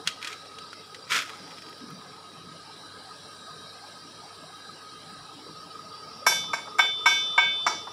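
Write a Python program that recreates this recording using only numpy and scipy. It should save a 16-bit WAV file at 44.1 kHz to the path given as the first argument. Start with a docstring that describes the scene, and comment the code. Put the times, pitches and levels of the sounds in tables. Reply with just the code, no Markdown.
"""Chipping slag off a weld

Workshop machines hum and whine throughout. Grit snaps by brittle fracture and something scuffs
over the floor. Then a chipping hammer strikes a steel shell close by: six ringing blows, each
exciting the damped modes of shell and hammer head. The walls echo; gain control squeezes each blow."""
import sys
import numpy as np
from scipy import signal
from scipy.fft import rfft, irfft
from scipy.io import wavfile
from scipy.ndimage import uniform_filter1d

SR = 44100
rng = np.random.default_rng(int(sys.argv[2]) if len(sys.argv) > 2 else 0)


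def transcribe(signal):
    """Save signal, clipped to [-1, 1], as a 16-bit WAV file at the path in sys.argv[1]."""
    frames = np.atleast_2d(signal).T
    limited = np.clip(frames, -1, 1)
    pcm = np.round(limited * 32767).astype(np.int16)
    wavfile.write(sys.argv[1], SR, pcm)


N = 349272
TIME = np.arange(N) / SR

# Hammer contacts, some in close pairs: t/s, force/dB, treble slope/(dB/octave), cut-off f/Hz,
# head level/dB, thud level/dB, damping (factor on the decay rate of the shell's main modes)
BLOWS = [(6.2642, -13, 6, 13100, -24.5, -1.5, 1.24), (6.322, -19, -12, 4000, -24, -38, 3),
         (6.5326, -18.5, -0.5, 11300, -38.5, -14, 2.55), (6.7846, -22, 3, 12500, -42, -18, 1.64),
         (6.7916, -6, -7.5, 9000, -17.5, -8, 2.25), (7.0577, -9.5, -1, 11300, -18.5, -7, 0.89),
         (7.3779, -9, -11.5, 13000, -19, -8, 0.92), (7.6647, -20.5, 8.5, 6200, -31.5, -3.5, 1.7)]
# Spectrum of the shell's weak modes and of cracking slag: f/Hz, relative level/dB
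CLASH_SPECTRUM = [(500, -29), (1500, 11.5), (2800, 0.5), (4300, -30), (5700, -10), (6600, -22),
                  (7400, -4.5), (8200, -32), (9200, -7.5), (12000, -32), (15500, -23)]


def amp(db):
    """Amplitude ratio of a level in decibels."""
    return 10 ** (np.asarray(db) / 20)


def unit(x):
    """Normalisation to rms 1."""
    return x / np.sqrt(np.mean(x ** 2) + 1e-20)


def read(points, hz):
    """Interpolation on a logarithmic frequency axis."""
    f, value = np.transpose(points)
    return np.interp(np.log(hz + 1), np.log(f + 1), value)


def level(curve):
    """Amplitude envelope, interpolated in decibels."""
    return amp(np.interp(TIME, *np.transpose(curve)))


def add(mix, s, sound):
    """Superposition of a sound starting at time s."""
    part = mix[round(s * SR):][:len(sound)]
    part += sound[:len(part)]


def colour(x, spectrum):
    """Spectral shaping, normalised to rms 1."""
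    gain = amp(read(spectrum, np.fft.rfftfreq(len(x), 1 / SR)))
    return unit(irfft(rfft(x) * gain, len(x)))


def fade(t, t60):
    """Exponential decay: 60 dB in t60."""
    return np.exp(-np.log(1000) * t / t60)


def patchy(x, depth_db, frames, bins):
    """Random modulation: patches of the spectrum, frames long and bins wide, swell and sink."""
    z = signal.stft(x, SR, nperseg=1024, noverlap=768)[2]
    field = uniform_filter1d(rng.standard_normal(z.shape), bins, 0)
    field = unit(uniform_filter1d(field, frames, 1))
    return unit(signal.istft(z * amp(depth_db * field), SR, nperseg=1024, noverlap=768)[1][:N])


def waver(hz, count=24):
    """Slow sinusoids near hz beat to give an irregular wobble of rms 1."""
    rates, t = hz * rng.uniform(.5, 1.5, (count, 1)), TIME[::100]
    wobble = np.sin(2 * np.pi * (rates * t + rng.random((count, 1)))).sum(0)
    return unit(np.interp(TIME, t, wobble))


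def resonant_noise(peaks):
    """Narrow resonances driven by white noise sing at their own frequencies."""
    f = np.fft.rfftfreq(N, 1 / SR)
    gain = sum(amp(db) / (1 + ((f - hz) / width) ** 2) for hz, width, db in peaks)
    return unit(irfft(rfft(rng.standard_normal(N)) * gain, N))


def workshop(air_db=1, rumble_db=2, drone_db=5.0, whine_db=4.5, shrill_db=0.5, waver_db=2.5):
    """Machine noise is a superposition of broad bands, noise-driven resonances and a low pure tone."""
    # Broad noise spectra: f/Hz, relative density level/dB
    air_bands = [(25, -46), (55, -7), (85, -7), (160, 1), (230, -4.5), (500, 0.5), (1100, 0.5), (1500, -13),
                 (2000, -10.5), (3200, -7.5), (4500, -8), (5700, -22), (6500, -18.5), (10500, -19),
                 (12800, -35), (15000, -27)]
    rumble_bands = [(60, -30), (120, -10), (160, 3.5), (215, -6), (290, 0), (420, -16), (900, -46)]
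    # Machine resonances: f/Hz, half-width/Hz, relative level/dB
    drone_peaks = [(1256.3, 36.8, -5.5), (439, 23, -13.5)]
    whine_peaks = [(1611, 104, -0.5), (3834, 15, 7.5), (3753, 56, -6.5), (4038, 51, 2.5), (4247, 16.5, 3.5),
                   (3164, 14.4, -1), (7610, 150, -11), (9210, 410, -12)]
    shrill_peaks = [(4701, 42, 6.5), (4794, 10.7, 1), (4950, 24, 0.5), (5255, 46, 3), (5470, 11.5, 4.5),
                    (5747, 148, -5.5)]
    # Envelopes: t/s, relative level/dB
    air_curve = [(0, -52.5), (5.9, -51.5), (6.6, -50.5)]
    rumble_curve = [(0.0, -60.5), (0.9, -61.5), (1.37, -53.5), (2.58, -59.5), (7.68, -57), (7.92, -74)]
    drone_curve = [(0.0, -55), (0.44, -54.5), (0.99, -57.5), (1.25, -56), (3.24, -58.5), (3.48, -54.5),
                   (3.81, -58.5), (5.45, -56.5), (5.6, -51), (6.55, -54.5), (6.68, -49), (7.92, -53)]
    whine_curve = [(0.0, -57.5), (1.02, -59.5), (1.31, -58), (2.39, -60), (2.84, -54.5), (5.21, -56.5),
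                   (6.1, -62.5)]
    shrill_curve = [(0.0, -54.5), (0.85, -53.5), (1.32, -53.5), (1.53, -48.5), (1.73, -54.5), (2.99, -56),
                    (3.16, -53), (5.78, -55), (6.1, -51)]
    # Hum: f/Hz, rms level/dB
    hum_tones = [(100, -66.5)]
    air = patchy(colour(rng.standard_normal(N), air_bands), depth_db=4.5, frames=10, bins=4)
    rumble = patchy(colour(rng.standard_normal(N), rumble_bands), depth_db=5.5, frames=12, bins=3)
    drone = amp(waver_db * waver(hz=6)) * resonant_noise(drone_peaks)
    whine = patchy(resonant_noise(whine_peaks), depth_db=2.5, frames=24, bins=5)
    shrill = patchy(resonant_noise(shrill_peaks), depth_db=3.0, frames=20, bins=6)
    hum = sum(amp(db) * unit(np.sin(2 * np.pi * (hz * TIME + rng.random()))) for hz, db in hum_tones)
    return (amp(air_db) * level(air_curve) * air
            + amp(rumble_db) * level(rumble_curve) * rumble
            + amp(drone_db) * level(drone_curve) * drone
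            + amp(whine_db) * level(whine_curve) * whine
            + amp(shrill_db) * level(shrill_curve) * shrill + hum)


def crushing(bite_db_per_s=1000, release_db_per_s=283, trickle_db=-22, trickle_t60_per_length=36):
    """Incoherent scuffs add in power; each envelope bites, holds, lets go and trails off as a trickle."""
    # Scuffs on the floor: t/s, length/s, level/dB
    scuffs = [(0.066, 0.0039, -42), (0.224, 0.11, -45), (1.112, 0.061, -25.5)]
    power = np.zeros(N)
    for s, length, db in scuffs:
        before, after = np.maximum(s - TIME, 0), np.maximum(TIME - s - length, 0)
        trickle = amp(trickle_db) * fade(after, trickle_t60_per_length * length)
        release = amp(-release_db_per_s * after) + trickle
        power += (amp(db - bite_db_per_s * before) * release) ** 2
    return np.sqrt(power)


def scuffing(grains_per_s=7000, clump_db=1.5, coarse_per_s=35, coarse_db=-19, coarse_t60=0.024):
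    """Shot noise: a scuff crushes a multitude of fine grains in clumps, and a few coarse ones."""
    # Crushed grit: f/Hz, relative density level/dB
    spectrum = [(59, -60), (100, -30), (487, -24), (808, -38), (977, -15.5), (1160, -19.5), (1290, -5),
                (1590, -12.5), (2090, -10.5), (3120, -17), (3390, -12.5), (4370, -22), (5280, -18),
                (15500, -41.5)]
    clumps = unit(uniform_filter1d(rng.standard_normal(N), size=200))
    sizes = amp(2 * rng.exponential(1, N) + clump_db * clumps) * rng.choice([-1, 1], N)
    fine = colour(sizes * (rng.random(N) < grains_per_s / SR), spectrum)
    t = np.arange(SR // 10) / SR
    burst = rng.standard_normal(len(t)) * fade(t, coarse_t60)
    impulses = sizes * (rng.random(N) < coarse_per_s / SR)
    coarse = colour(signal.fftconvolve(impulses, burst)[:N], spectrum)
    crush = crushing()
    # the coarse grains stand out more as the crushing dies away
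    return fine * crush + amp(coarse_db) * coarse * crush ** 0.63


def click(spectrum, size=2048):
    """Minimum phase gives the sharpest causal pulse with this spectrum, at peak 1."""
    log_gain = np.log(amp(read(spectrum, abs(np.fft.fftfreq(size, 1 / SR)))))
    pulse = np.fft.ifft(np.exp(np.conj(signal.hilbert(log_gain)))).real[:size // 2]
    return pulse / abs(pulse).max()


def snapping(crumble=0.31, crumble_t60=0.048, chink_db=-7, chink_t60=0.024, cutoff_ratio=1.46):
    """Brittle fracture: single grains of grit crack, chink and crumble."""
    # Breaking grains: t/s, relative level/dB, chink f/Hz
    snaps = [(0.0742, -8.5, 3290), (0.0878, -23, 2970), (0.227, -23, 2400), (.246, -20, 2470),
             (0.2731, -21.5, 3300), (0.328, -24.5, 2400), (0.5855, -29, 3330), (0.7302, -24.5, 1370),
             (0.9458, -25, 1970), (1.12, -14, 2230), (1.165, -13, 1420), (1.189, -18, 2460)]
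    # Fracture pulse: f/Hz, relative density level/dB
    spectrum = [(300, -35), (900, -30), (1400, -7.5), (2800, -3), (4500, 0), (7000, -8), (10000, -8.5),
                (13000, -28), (15500, -10)]
    out, t, pulse = np.zeros(N), np.arange(SR // 10) / SR, click(spectrum)
    for s, db, hz in snaps:
        fracture = crumble * rng.standard_normal(len(t)) * fade(t, crumble_t60)
        fracture[0] = 1
        # a larger grain chinks lower and cracks duller
        dull = signal.butter(1, min(cutoff_ratio * hz, .45 * SR), fs=SR)
        crack = signal.lfilter(*dull, signal.fftconvolve(fracture, pulse)[:len(t)])
        chink = amp(chink_db) * np.sin(2 * np.pi * hz * t) * fade(t, chink_t60)
        add(out, s, amp(db) * (crack + chink))
    return out


def ticks(t60=0.022, above_hz=9000):
    """Brief bursts of high-passed noise are heard as tiny, thin ticks."""
    # Bursts: t/s, level before filtering/dB
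    bursts = [(1.6974, -45), (1.7827, -51), (1.903, -40)]
    out, t = np.zeros(N), np.arange(SR // 20) / SR
    for s, db in bursts:
        add(out, s, amp(db) * rng.uniform(-1, 1, len(t)) * fade(t, t60))
    return signal.sosfilt(signal.butter(2, above_hz, "high", fs=SR, output="sos"), out)


def shell_ring(t, damping):
    """Free vibration of the shell's normal modes; each point of impact weights them a little anew."""
    # Shell modes: f/Hz, relative level/dB, T60/s at damping 1
    modes = [(741, -13, .12), (941, -1, .09), (1010, -5, .06), (1215, -6, .07), (1270, -2.5, .08),
             (1561, -4.5, .19), (1584, -11, .27), (2240, 2.5, .18), (2428, -20, .28), (2560, -23, .5),
             (2760, -16, .1), (3993, -23, .7), (4659, -21, .42), (5265, -20.5, .48), (5392, -13, .45),
             (5798, -16.5, .42), (5880, -20, .42), (5970, -25, .4), (6356, -26, .36), (6702, -31, .34),
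             (6842, -30, .32), (7257, -23, .14), (7777, -30, .3), (8473, -32, .25), (8830, -33, .3),
             (10910, -34, .25), (10978, -33, .3), (11320, -27.5, .33), (12397, -35, .3), (12868, -30, .27)]
    hz, db, t60 = np.transpose(modes)[:, :, None]
    gain = amp(db + rng.standard_normal(hz.shape))
    return (gain * np.sin(2 * np.pi * (hz * t + rng.random(hz.shape))) * fade(t * damping, t60)).sum(0)


def shell_clash(t, count=80):
    """High modal density: dozens of weak modes merge into a shimmer."""
    # Decay of the weak modes: f/Hz, T60/s
    decay = [(500, .1), (2500, 0.087), (6000, 0.29), (15000, 0.42)]
    hz = (np.linspace(1500, 15400, count) + rng.uniform(-150, 150, count))[:, None]
    gain = amp(read(CLASH_SPECTRUM, hz))
    gain /= np.linalg.norm(gain)
    return (gain * np.sin(2 * np.pi * (hz * t + rng.random(hz.shape))) * fade(t, read(decay, hz))).sum(0)


def contact(x, db_per_octave, cut_hz, knee_hz=2400):
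    """Contact acts as a filter: bare steel favours high modes; slag cushions the blow and cuts the top."""
    f = np.fft.rfftfreq(2 * len(x), 1 / SR)
    tilt = amp(db_per_octave * np.log2(np.maximum(f / knee_hz, 1)))
    gain = tilt / np.sqrt(1 + (f / cut_hz) ** 9)
    return irfft(rfft(x, 2 * len(x)) * gain)[:len(x)]


def thud(t, rise, t60):
    """Heavily damped low modes of the shell and its rest overlap into a burst of dull noise."""
    # Thud: f/Hz, relative density level/dB
    spectrum = [(40, -54), (200, -22), (470, -19), (640, -8.5), (950, -0.5), (1300, -5.5), (1900, -12),
                (2800, -29), (4200, -22.5), (8000, -37), (16000, -57)]
    return colour(rng.standard_normal(len(t)), spectrum) * (1 - np.exp(-t / rise)) * fade(t, t60)


def hammering(clash_db=-12, crack_db=-10, crack_t60=0.05, rise_s=0.0029):
    """Impact excitation: each blow cracks slag and sets the shell ringing, shimmering and thudding."""
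    out, t = np.zeros(N), np.arange(SR // 2) / SR
    shimmer = amp(clash_db) * shell_clash(t)
    for s, force_db, slope, cut_hz, _, thud_db, damping in BLOWS:
        crack = amp(crack_db) * colour(rng.standard_normal(len(t)), CLASH_SPECTRUM) * fade(t, crack_t60)
        steel = (shell_ring(t, damping) + shimmer + crack) * (1 - np.exp(-t / rise_s))
        add(out, s, amp(force_db) * contact(steel, slope, cut_hz))
        add(out, s, amp(thud_db) * thud(t, rise=0.008, t60=0.05))
    return out


def hammer_tip(hz=7300, base_db=-32, t60=0.072, follow=0.25):
    """A quickly damped mode of the tip tinks at every contact, a little louder with a heavier thud."""
    out, t = np.zeros(N), np.arange(SR // 4) / SR
    for s, *_, thud_db, _ in BLOWS:
        add(out, s, amp(base_db + follow * thud_db) * np.sin(2 * np.pi * hz * t) * fade(t, t60))
    return out


def hammer_head(handover_s=0.0015):
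    """Lightly damped modes of the head sing on between blows; each contact resets their amplitude."""
    # Head modes: f/Hz, relative level/dB, T60/s at damping 1
    modes = [(3051, -8.5, 1.07), (3540, 0, 1.44)]
    out = np.zeros(N)
    for hz, db, t60 in modes:
        swing = np.zeros(N)
        for s, *_, head_db, _, damping in BLOWS:
            t = np.maximum(TIME - s, 0)
            old = np.exp(-t / handover_s)
            swing = old * swing + (1 - old) * amp(head_db + db) * fade(t * np.sqrt(damping), t60)
        out += swing * np.sin(2 * np.pi * (hz * TIME + rng.random()))
    return out


def rocking(rebound_s=0.046, rebound_db=-28.5, below_hz=1300):
    """Secondary impacts: the shell knocks dully on its rest after each blow, and at times between."""
    # Knocks between blows: t/s, relative level/dB
    knocks = [(6.435, -32), (6.668, -28.5), (7.869, -27.5)]
    out, t = np.zeros(N), np.arange(SR // 2) / SR
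    # the shell drops back harder the more the hammer has pressed on it
    rebounds = [(s + rebound_s, damping * amp(thud_db + rebound_db)) for s, *_, thud_db, damping in BLOWS]
    for s, gain in rebounds + [(s, amp(db)) for s, db in knocks]:
        add(out, s, gain * thud(t, rise=0.0044, t60=0.079))
    return signal.sosfilt(signal.butter(2, below_hz, fs=SR, output="sos"), out)


def room(x, first_echo_s=0.023, echoes_per_s=2500):
    """Reverberation: sparse wall reflections decay at a rate set by frequency, the bass lasting longest."""
    # Reverberation time: f/Hz, T60/s
    decay = [(150, 0.97), (1000, 0.16), (2300, 0.27), (4000, 0.43), (14000, 0.16)]
    echoes = rng.choice([-1., 1.], SR) * (rng.random(SR) < echoes_per_s / SR)
    echoes *= np.arange(SR) / SR > first_echo_s
    hz, t, z = signal.stft(echoes, SR, nperseg=256)
    tail = signal.istft(z * fade(t, read(decay, hz)[:, None]), SR, nperseg=256)[1][:SR]
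    return signal.fftconvolve(x, tail / np.linalg.norm(tail))[:N]


def scene():
    """Superposition of direct sound, reverberation and machine noise, in one channel."""
    steel = hammering() + hammer_tip() + rocking()
    floor = snapping() + scuffing() + ticks()
    direct = steel + hammer_head() + floor
    return (direct + room(amp(-8.5) * steel + amp(-19.5) * floor) + workshop())[None]


def record(dry, threshold_db=-22, share=0.23, recovery_db_per_s=55, bass_hz=55, edge_hz=15600, size=256):
    """Compression and band limiting: gain control ducks loud blows; the small microphone loses bass."""
    power_db = 10 * np.log10(abs(uniform_filter1d(dry[0] ** 2, size)) + 1e-12)
    fall = TIME * recovery_db_per_s
    held_db = np.maximum.accumulate(power_db + fall) - fall
    over_db = np.maximum(held_db - threshold_db, 0)
    ducked = dry / amp(share * uniform_filter1d(over_db, size))
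    thin = signal.sosfilt(signal.butter(2, bass_hz, "high", fs=SR, output="sos"), ducked)
    low_pass = signal.firwin(511, edge_hz, window=("kaiser", 9), fs=SR)
    return signal.oaconvolve(thin, low_pass[None], "same")


dry = scene()
out = record(dry)
transcribe(out)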